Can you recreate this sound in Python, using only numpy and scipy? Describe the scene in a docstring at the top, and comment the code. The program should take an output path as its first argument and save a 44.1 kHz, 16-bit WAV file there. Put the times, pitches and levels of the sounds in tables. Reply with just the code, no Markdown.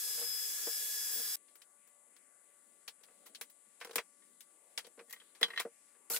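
"""A cordless drill stirs resin in a plastic cup on a wooden bench, stops dead, and is blipped again at the end.
The drill is gear-tooth tones over shaped noise; its blip adds a sliding squeal.
Cups, a jar and tools knock and click: each contact mixes ringing cup tones with a short crack of noise.
Behind them lie a room murmur and a faint appliance hum, made of noise and of steady tones.
A phone stands close: its two ports agree mostly in the bass, and the left port has a hiss of its own."""
import sys
import numpy as np
from scipy import signal
from scipy.fft import rfft, irfft, next_fast_len
from scipy.io import wavfile
from scipy.ndimage import uniform_filter1d

SR = 44100
rng = np.random.default_rng(int(sys.argv[2]) if len(sys.argv) > 2 else 0)


def dump(signal):
    """Clip the signal to [-1, 1] and save it as 16-bit WAV at the path in sys.argv[1]."""
    limited = np.clip(np.atleast_2d(signal).T, -1, 1)
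    pcm = np.round(limited * 32767).astype(np.int16)
    wavfile.write(sys.argv[1], SR, pcm)


N = 272979
T = np.arange(N) / SR  # time in seconds

# The drill while stirring. Each row: time in seconds, then levels in dB of the hiss,
# of the 3rd multiple of the gear pitch, and of the 9th multiple.
STIRRING = [(0.0, -37.5, -53.5, -55), (0.15, -38.5, -48, -64), (0.33, -39.5, -45.5, -55),
            (0.48, -38.5, -51.5, -56), (0.6, -37.5, -60.5, -61), (0.67, -38, -46.5, -52),
            (0.76, -38.5, -50, -56), (0.84, -38.5, -58, -65), (1.0, -38, -50.5, -59),
            (1.15, -37.5, -51.5, -46), (1.35, -38, -51, -55)]
# How hard the rod is loaded. Each row: time in seconds, load from 0 to 1.
ROD_LOAD = [(0.6, 0.3), (0.68, 0.65), (0.95, 1), (1.35, 0.4)]
# The trigger blip. Each row: time in seconds, gear pitch in Hz, then levels in dB of the hiss,
# of the tone at the gear pitch, and of its 3rd multiple.
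TRIGGER_BLIP = [(6.101, 746, -38.5, -74, -77), (6.121, 1200, -37, -72, -67),
                (6.136, 1390, -37.5, -59, -46.5), (6.147, 1474, -34, -46, -54),
                (6.171, 1386, -38.5, -76, -70), (6.19, 1090, -53, -74, -71)]
# Weaker gear tones. Each row: multiple of the gear pitch, level in dB against the hiss.
WEAK_GEAR_TONES = [(.985, -27), (4, -37), (5, -20), (6, -21.5), (7.32, -35)]
# Squeal as the motor starts. Each row: time in seconds, pitch in Hz, level in dB.
START_SQUEAL = [(6.113, 9500, -62), (6.121, 12100, -47), (6.129, 15400, -45), (6.137, 15600, -56)]
# Colour of the brush and fan hiss. Each row: frequency in Hz, relative strength in dB per Hz.
BRUSH_COLOUR = [(60, -35.5), (190, -28), (400, -25), (700, -20.5), (1350, -16), (2600, -11.5),
                (3300, -11.5), (4600, -5), (6500, -1.5), (9300, -4), (12500, -2.5), (13500, -4),
                (15600, -3), (16000, -44)]
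# Resonances of bench and drill shell. Each row: frequency in Hz, width in Hz, boost in dB.
SHELL_RESONANCES = [(458, 48, 14), (7720, 410, 5), (11370, 1160, 8), (13200, 400, 5)]
# Where the drill sits. Each row: time in seconds, left minus right in dB.
DRILL_SIDE = [(.2, 1), (1., 0.5), (6.1, 0)]
STIR_STOP_S = 1.357
MESH_HZ, MESH_DRIFT_HZ = 1694.7, 0.502  # gear teeth meeting while stirring, and how far that wanders
FIRST_DB, FIRST_LOAD_DB = -71, 12.5  # tone at the gear pitch: unloaded level, rise at full load
SECOND_DB, SECOND_LOAD_DB = -62, 5.5  # the same for the 2nd multiple
BLIP_SECOND_NINTH_DB = -23.5  # 2nd and 9th multiples against the hiss during the blip


def follow(table):
    """Draw straight lines between the rows of a table: one curve over time for each column after the first."""
    seconds, *columns = np.transpose(table)
    return [np.interp(T, seconds, column) for column in columns]


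def drill():
    """Meeting gear teeth give tones at multiples of one pitch, over brush and fan hiss, while the trigger is held."""
    blip = T > TRIGGER_BLIP[0][0]
    stir_hiss, stir_third, stir_ninth = follow(STIRRING)
    load, = follow(ROD_LOAD)
    blip_hz, blip_hiss, blip_first, blip_third = follow(TRIGGER_BLIP)
    mesh_hz = np.where(blip, blip_hz, MESH_HZ + MESH_DRIFT_HZ * walk(8))
    hiss_db = np.where(blip, blip_hiss, stir_hiss)

    # load on the rod brings up the two lowest multiples
    blip_second_ninth = blip_hiss + BLIP_SECOND_NINTH_DB
    first = np.where(blip, blip_first, FIRST_DB + FIRST_LOAD_DB * load)
    second = np.where(blip, blip_second_ninth, SECOND_DB + SECOND_LOAD_DB * load)
    third = np.where(blip, blip_third, stir_third)
    ninth = np.where(blip, blip_second_ninth, stir_ninth)
    lines = [(1, first), (2, second), (3, third), (9, ninth)]
    lines += [(multiple, hiss_db + db) for multiple, db in WEAK_GEAR_TONES]

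    # loose teeth chatter during the blip: pitch and level shake more
    chatter = np.where(blip, 3.0, 1.0)
    whine = 0
    for multiple, db in lines:
        waver = 0.31 * np.sqrt(multiple) + 0.35 * (chatter - 1)
        flutter_db = 1.8 * walk(30.05) + 1.83 * chatter * walk(500)
        whine = whine + tone(multiple * mesh_hz, db, waver, flutter_db)

    air = hiss(BRUSH_COLOUR, SHELL_RESONANCES, alike_hz=2900, like=0.91, flicker_db=1.5, grain_db=1.5)
    air = undb(hiss_db) * air

    seconds, squeal_hz, squeal_db = np.transpose(START_SQUEAL)
    squeal_level = np.interp(T, seconds, squeal_db, -120, -120)  # next to silent outside the table
    squeal = tone(np.interp(T, seconds, squeal_hz), squeal_level, waver=0.3, flutter_db=3.5 * walk(500))

    held = uniform_filter1d(1.0 * ((T < STIR_STOP_S) | blip), size=88)  # 2 ms on and off ramps
    side_db, = follow(DRILL_SIDE)
    return held * pan(side_db) * (whine + air + squeal)


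# The four tables of contacts share their columns. Each row: start in seconds, level in dB before the
# colour of its kind, hardness in dB per band above the loudest band, weight in dB per band below it,
# time in seconds for the lingering noise to fade by 60 dB, rise in milliseconds.
# Dull thuds of rod and cups into the bench, in those columns.
BENCH_THUDS = [(0.167, -49.5, 2, -2, 0.27, 12), (0.208, -46.5, 1.5, -6, 0.23, 5.2),
               (0.668, -38.5, -1.5, -4, 0.095, 1.9), (1.15, -54, -8, 7, 0.26, 6.8),
               (1.189, -48.5, 0, 5, 0.1, 4.9), (3.008, -68, 2.5, -2, 0.061, 2.6),
               (3.106, -65.5, 1.5, 1, 0.065, 1.4), (3.654, -78, -2, 20, 0.18, 9.6),
               (3.869, -50, 2, -3, 0.068, 2.3), (3.8926, -47, 0.5, -9, 0.051, 1.8),
               (3.906, -46, 0, -7, 0.051, 2.2), (3.929, -53, 3, -2, 0.21, 2.5),
               (4.843, -54.5, -5, -12, 0.12, 3), (4.865, -50.5, -8, -4, 0.058, 3.7),
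               (4.9742, -50.5, -2, 3.5, 0.12, 1.9), (5.006, -51, -5, -3, .11, 3),
               (5.4102, -35.5, 0.5, -2, 0.076, 1.7), (5.648, -34.5, -7.5, 1.5, 0.095, 4.3)]
# Broad clatter of box, jars and tools, with faint slow rustles near 5.9 s, in those columns.
CLATTER_AND_RUSTLES = [(3.083, -65.5, -9, 1.5, .099, 0.71), (3.252, -57.5, 4, -1, 0.089, 16.6),
                       (3.4107, -43.5, 4, -1.5, 0.086, 0.91), (3.8112, -41.5, -3, -2, 0.14, 0.49),
                       (3.846, -48.5, 3, 4, 0.062, 1.6), (3.9567, -32.5, 4.5, 1.5, 0.076, 0.4),
                       (3.981, -29.5, -2.5, -0.5, 0.08, 0.55), (4.989, -52, -3.5, 2.5, .091, 4.3),
                       (5.213, -61.5, -9, 0.5, 0.055, 3.1), (5.479, -53, -1.5, 3, 0.078, 3.8),
                       (5.598, -31.5, 1, -3, 0.087, 0.75), (5.871, -72, -1.5, -5, 0.22, 15),
                       (5.939, -70, -9, 2, 0.13, 13), (6.1, -45.5, -6, 5, 0.41, 0.57)]
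# Thin bright clicks, the first just as the drill stops, in those columns.
THIN_CLICKS = [(1.366, -62, 7, -4, .04, .57), (1.479, -67, -1, 1, 0.22, 2.2),
               (1.5542, -62, 7, 3.5, 0.09, 0.52), (1.6151, -53.5, -1, -2, 0.071, 4.1),
               (1.8732, -71.5, 8.5, 5.5, 0.086, .83), (2.1646, -60, 1, 1.5, .071, 0.27),
               (2.877, -40, -1.5, 0, 0.081, 2.2), (3.0336, -56, 1, 0, 0.082, 1.6),
               (3.348, -43, -4, -6, 0.028, 0.73), (3.353, -44.5, -4, -8, 0.076, 1.7),
               (3.498, -65, 8, -2, 0.089, 1.1), (3.801, -57, 1, 1, 0.13, 2.2),
               (3.909, -49, -1, -11, .063, 1.7), (4.406, -50.5, 3, -4, 0.096, 0.32),
               (4.776, -30, -2.5, -1.5, 0.086, 0.61), (4.843, -52.5, -6, -2, 0.1, 4),
               (4.865, -54.5, 2, -3, 0.042, 3.3), (5.096, -59.5, 7, -4, 0.064, 2.1),
               (5.107, -52.5, 5, -2, 0.063, 0.89), (5.1265, -46.5, 6, -1.5, 0.074, .3),
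               (5.347, -58, -2, 1, 0.16, 3.5), (5.411, -46.5, 4, -7.5, 0.084, 1.2),
               (6.0995, -48.5, 12, 2, 0.023, 0.17), (6.1617, -33, -3, -0.5, .04, 0.58),
               (6.1696, -37, 5, -0.5, 0.046, 0.18)]
# Ringing rattle of the rod against an empty cup, in those columns.
ROD_RATTLES = [(4.219, -63.5, -1, 4, .13, 3.2), (5.075, -65, -5, 8, 0.17, 7.7), (5.092, -57, -12, 1, .1, 4),
               (5.106, -54.5, -14, 0, 0.088, 1.5), (5.13, -41, -9, 1.5, 0.071, 2.1),
               (5.161, -52.5, 0, 3, 0.078, 1.7), (5.2, -57.5, 8.5, 0, .07, 0.28),
               (5.412, -38, -2, 1, .08, 2), (5.4294, -19, 7.5, -1, 0.057, 0.22),
               (5.441, -35, 9, 6, 0.098, 1.4), (5.501, -37, -5.5, 1.5, 0.077, 2.5),
               (5.5333, -38.5, -13, 0, 0.092, 1.7), (5.559, -37, -4, -2, 0.056, 2.8),
               (5.575, -26, 0.5, -3, 0.072, .34), (5.593, -36, 9, 2, 0.024, 1.9)]
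# Sound of a thud: list of levels in dB for the seven bands, share of ringing from 0 to 1, left minus right in dB.
THUD_KIND = ([-13.5, 0, -7.5, -10, -13, -15.5, -24], 0.36, 0.7)
# Sound of clatter: the same three entries.
CLATTER_KIND = ([-24, -7, -2.5, 0, -2, -5.5, -8], 0.37, 1.5)
# Sound of a click: the same three entries.
CLICK_KIND = ([-34, -19.5, -12.5, -5, -1, -3.5, -6.5], 0.32, 3)
# Sound of a rattle: the same three entries.
RATTLE_KIND = ([-37.5, -22, -11.5, 0, -4, -23.5, -23], 0.81, 1.7)
# Band number, from 0, where hardness and weight pivot: one entry each for thuds, clatter, clicks, rattles.
PIVOT_BAND = [1, 3, 4, 3]
# How many bands above the pivot hardness keeps adding: one entry each for the same four kinds.
HARDNESS_REACH = [5, 3, 2, 1]


def contacts():
    """List every contact with its seven band levels: hardness tips them in the treble, weight in the bass."""
    tables = (BENCH_THUDS, CLATTER_AND_RUSTLES, THIN_CLICKS, ROD_RATTLES)
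    kinds = (THUD_KIND, CLATTER_KIND, CLICK_KIND, RATTLE_KIND)
    for rows, (colour_db, ring, pan_db), pivot, reach in zip(tables, kinds, PIVOT_BAND, HARDNESS_REACH):
        bands_up = np.arange(len(colour_db)) - pivot
        for start, db, hard_db, weight_db, t60, rise_ms in rows:
            treble_tip = hard_db * np.clip(bands_up, 0, reach)
            bass_tip = weight_db * np.maximum(-bands_up, 0)
            band_db = db + np.array(colour_db) + treble_tip + bass_tip
            yield start, band_db, t60, pan_db, rise_ms, ring


# Ringing tones of a cup. Each row: central pitch in Hz, central relative level in dB,
# time in seconds to fade by 60 dB when the contact's own fade time is 0.068 s.
CUP_TONES = [(210.6, -7.5, 0.037), (471.7, -6, 0.062), (578, -20, 0.062), (1147, -8, 0.045),
             (1554, -24.5, 0.2), (1845, -13.5, 0.08), (1888, 4.5, 0.042), (2073, -0.5, 0.062),
             (3150, -5.5, 0.095), (3320, -3.5, 0.077), (3380, -3.5, 0.051), (3960, -6.5, 0.072),
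             (4060, -12, 0.11), (5330, -26, 0.011), (6142, -43, .06), (8060, -44.5, .05),
             (10900, -22.5, 0.066), (12000, -33, 0.036)]
# Edges between the seven frequency bands, low to high: one column in Hz.
BAND_EDGES = [180, 350, 700, 1500, 2600, 5500, 11000, 15700]
# How alike left and right crack in each band: one column, from 0 (unrelated) to 1 (the same).
BAND_LIKENESS = [0.88, 0.9, 0.95, .92, 0.11, 0.11, .1]
# How far each band rings rather than rustles: one column, a factor on the ring share of the kind.
BAND_RINGING = [0.91, 1.74, 0.82, 0.95, 0.93, 0.36, 0.9]
TAIL_SHARE, SNAP = 0.65, 9.5  # part of a crack that lingers; how much faster the rest dies
KNOCK_SAMPLES = 5000


def knocks():
    """Each contact rings the cup's tones and scatters a crack of noise, mixed and levelled band by band."""
    out = np.zeros((2, N + KNOCK_SAMPLES))
    t = np.arange(KNOCK_SAMPLES) / SR
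    hz, tone_db, tone_t60 = np.transpose(CUP_TONES)[:, :, None]
    filters = [signal.butter(3, edges, "bandpass", fs=SR, output="sos")
               for edges in zip(BAND_EDGES, BAND_EDGES[1:])]
    for start, band_db, t60, pan_db, rise_ms, ring in contacts():
        # the decay starts once the contact is full, then falls ever faster to a short, abrupt end
        after = np.maximum(t - rise_ms / 1000, 0)
        rise = 1 - np.exp(-(1000 * t / max(rise_ms, 0.05)) ** 2)
        rise = rise * np.exp(-(after / (0.76 * t60)) ** 4)

        # contacts with a shorter crack have shorter ringing too
        fade = np.exp(-np.log(1000) * after / (tone_t60 * t60 / 0.068))
        pitch_chance, apart_chance, level_chance = rng.standard_normal((3, len(CUP_TONES), 1))
        swing = 2 * np.pi * hz * (1 + 0.016 * pitch_chance) * t
        strength = undb(tone_db + 2.0 * level_chance) * fade
        # high tones reach the two ports out of step
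        apart = (1.4 + 0.39 * apart_chance) * np.minimum(hz / 3000, 1) ** 4
        ringing = np.array([np.sum(strength * np.sin(swing + sign * apart), axis=0) for sign in (1, -1)])

        tail = np.exp(-np.log(1000) * after / t60)
        push = rise * (TAIL_SHARE * tail + (1 - TAIL_SHARE) * tail ** SNAP)
        at = int(start * SR)
        for sos, db, like, tonal in zip(filters, band_db, BAND_LIKENESS, BAND_RINGING):
            crack = signal.sosfilt(sos, pair(KNOCK_SAMPLES, like) * push)
            band_ring = signal.sosfilt(sos, ringing * rise)
            share = np.clip(tonal * ring, 0, 1)
            blow = share * unit(band_ring) + (1 - share) * unit(crack)
            out[:, at:at + KNOCK_SAMPLES] += undb(db) * pan(pan_db)[:, None] * unit(blow)
    return out[:, :N]


# Workshop murmur, swelling as sleeves and gloves move. Each row: time in seconds, level in dB before panning.
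MURMUR_LEVEL = [(1.4, -75), (2.19, -75.5), (2.92, -75), (3.24, -70), (3.54, -75), (4.03, -73), (4.45, -76),
                (4.85, -69), (5.0, -75), (5.13, -72), (5.43, -70.5), (5.54, -63), (5.69, -73.5),
                (6.08, -72.5)]
# Colour of the murmur. Each row: frequency in Hz, relative strength in dB per Hz.
MURMUR_TINT = [(30, -50.5), (90, -43), (190, -9.5), (560, -9.5), (1200, -15.5), (2100, -14), (2600, -17),
               (6000, -22.5), (15200, -24), (16300, -46)]


def murmur():
    """Broad noise, strongest in the low middle, whose level swells and sinks."""
    level_db, = follow(MURMUR_LEVEL)
    noise = hiss(MURMUR_TINT, [], alike_hz=2480, like=0.42, flicker_db=3.5, grain_db=2.0)
    return pan(1.0)[:, None] * undb(level_db) * noise


# Appliance hum. Each row: pitch in Hz, central level in dB before panning.
HUM_TONES = [(576.0, -87), (1152, -83.5), (1443, -92), (1728, -92.5), (2019, -88)]


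def appliance_hum():
    """A few steady pitches whose level and phase wander slightly, stronger on the left."""
    hum = 0
    for hz, db in HUM_TONES:
        level = np.sqrt(2) * undb(db + 1.6 * walk(12))
        hum = hum + level * np.sin(2 * np.pi * hz * T + 0.3 * walk(8) + rng.uniform(0, 2 * np.pi))
    return pan(3.2)[:, None] * hum


# Colour of the hiss in the left port. Each row: frequency in Hz, relative strength in dB per Hz.
LEFT_COLOUR = [(5600, -38), (6500, -13), (7600, -3.5), (9900, -2), (11300, -10), (12600, -29.5),
               (13500, -44.5)]
LEFT_HISS_DB = -62.5


def left_port_hiss():
    """Nearly steady treble noise in the left port alone."""
    noise = hiss(LEFT_COLOUR, [], alike_hz=1000, like=0, flicker_db=0.3, grain_db=0)
    left = undb(LEFT_HISS_DB) * noise[0]
    return np.array([left, 0 * left])


def hiss(colour, resonances, alike_hz, like, flicker_db, grain_db):
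    """Coloured noise of rms 1 in bands 2/3 octave apart that flicker alone; the ports drift apart above alike_hz."""
    size = next_fast_len(N)
    f = np.maximum(np.fft.rfftfreq(size, 1 / SR), 1)
    colour_hz, colour_db = np.transpose(colour)
    gain = undb(np.interp(np.log(f), np.log(colour_hz), colour_db))
    for hz, width, db in resonances:
        gain = gain * (1 + (undb(db) - 1) / (1 + (2 * (f - hz) / width) ** 2))
    grains = undb(grain_db * rng.exponential(size=N))  # uneven samples make the noise grainy
    mid, side = rfft(rng.standard_normal((2, N)) * grains, size)
    share = np.clip(like, 0, 1) / (1 + (f / alike_hz) ** 4)
    ears = gain * (np.sqrt(1 + share) * mid + np.sqrt(1 - share) * side * np.array([[1], [-1]]))
    steps = 1.5 * np.log2(f / 60)
    out = 0
    for k in range(-1, 14):
        band = np.maximum(1 - np.abs(steps - k), 0)  # triangles that overlap their neighbours
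        out = out + undb(flicker_db * walk(9)) * irfft(ears * band, size)[:, :N]
    return out / np.sqrt(np.mean(out ** 2))


def tone(hz, db, waver, flutter_db):
    """A tone whose phase (waver, radians) and level wander; at high pitch the ports hear it out of step."""
    wander = waver * (walk(40) + 0.56 * walk(400))
    phase = 2 * np.pi * np.cumsum(hz) / SR + wander + rng.uniform(0, 2 * np.pi)
    side = np.minimum(hz / 4000, 1) ** 2 * (0.92 * np.sin(phase + 0.6 + 0.5 * walk(5.2)))
    return np.sqrt(2) * undb(db + flutter_db) * (np.sin(phase) + np.array([side, -side]))


def pair(size, like):
    """Two noises with the given likeness, from a shared part and an opposed part."""
    like = np.clip(like, 0, 1)
    mid, side = rng.standard_normal((2, size))
    return np.sqrt((1 + like) / 2) * mid + np.sqrt((1 - like) / 2) * side * np.array([[1], [-1]])


def walk(rate):
    """Random levels, each held 1 / rate seconds and then smoothed twice; spread near 1."""
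    k = int(SR / rate)
    held = np.repeat(rng.standard_normal(N // k + 1), k)
    return 1.224 * uniform_filter1d(uniform_filter1d(held, k), k)[:N]


def unit(x):
    """Scale so that twice the mean power of the ports, averaged over 2 ms, peaks at 1."""
    return x / np.sqrt(2 * uniform_filter1d(np.mean(x ** 2, axis=0), size=88).max())


def undb(db):
    """Turn dB into a plain amplitude factor."""
    return 10 ** (np.asarray(db) / 20)


def pan(db):
    """Left and right gains for a left minus right difference in dB."""
    return undb(np.array([db, -db]) / 2)


def scene():
    """The drill, the knocks and the background, added together."""
    return drill() + knocks() + murmur() + appliance_hum() + left_port_hiss()


TOP_HZ = 16550


def record(dry):
    """The phone cuts the top: a steep low-pass filter."""
    return signal.sosfilt(signal.ellip(16, 0.2, 80, TOP_HZ, fs=SR, output="sos"), dry)


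dry = scene()
out = record(dry)
dump(out)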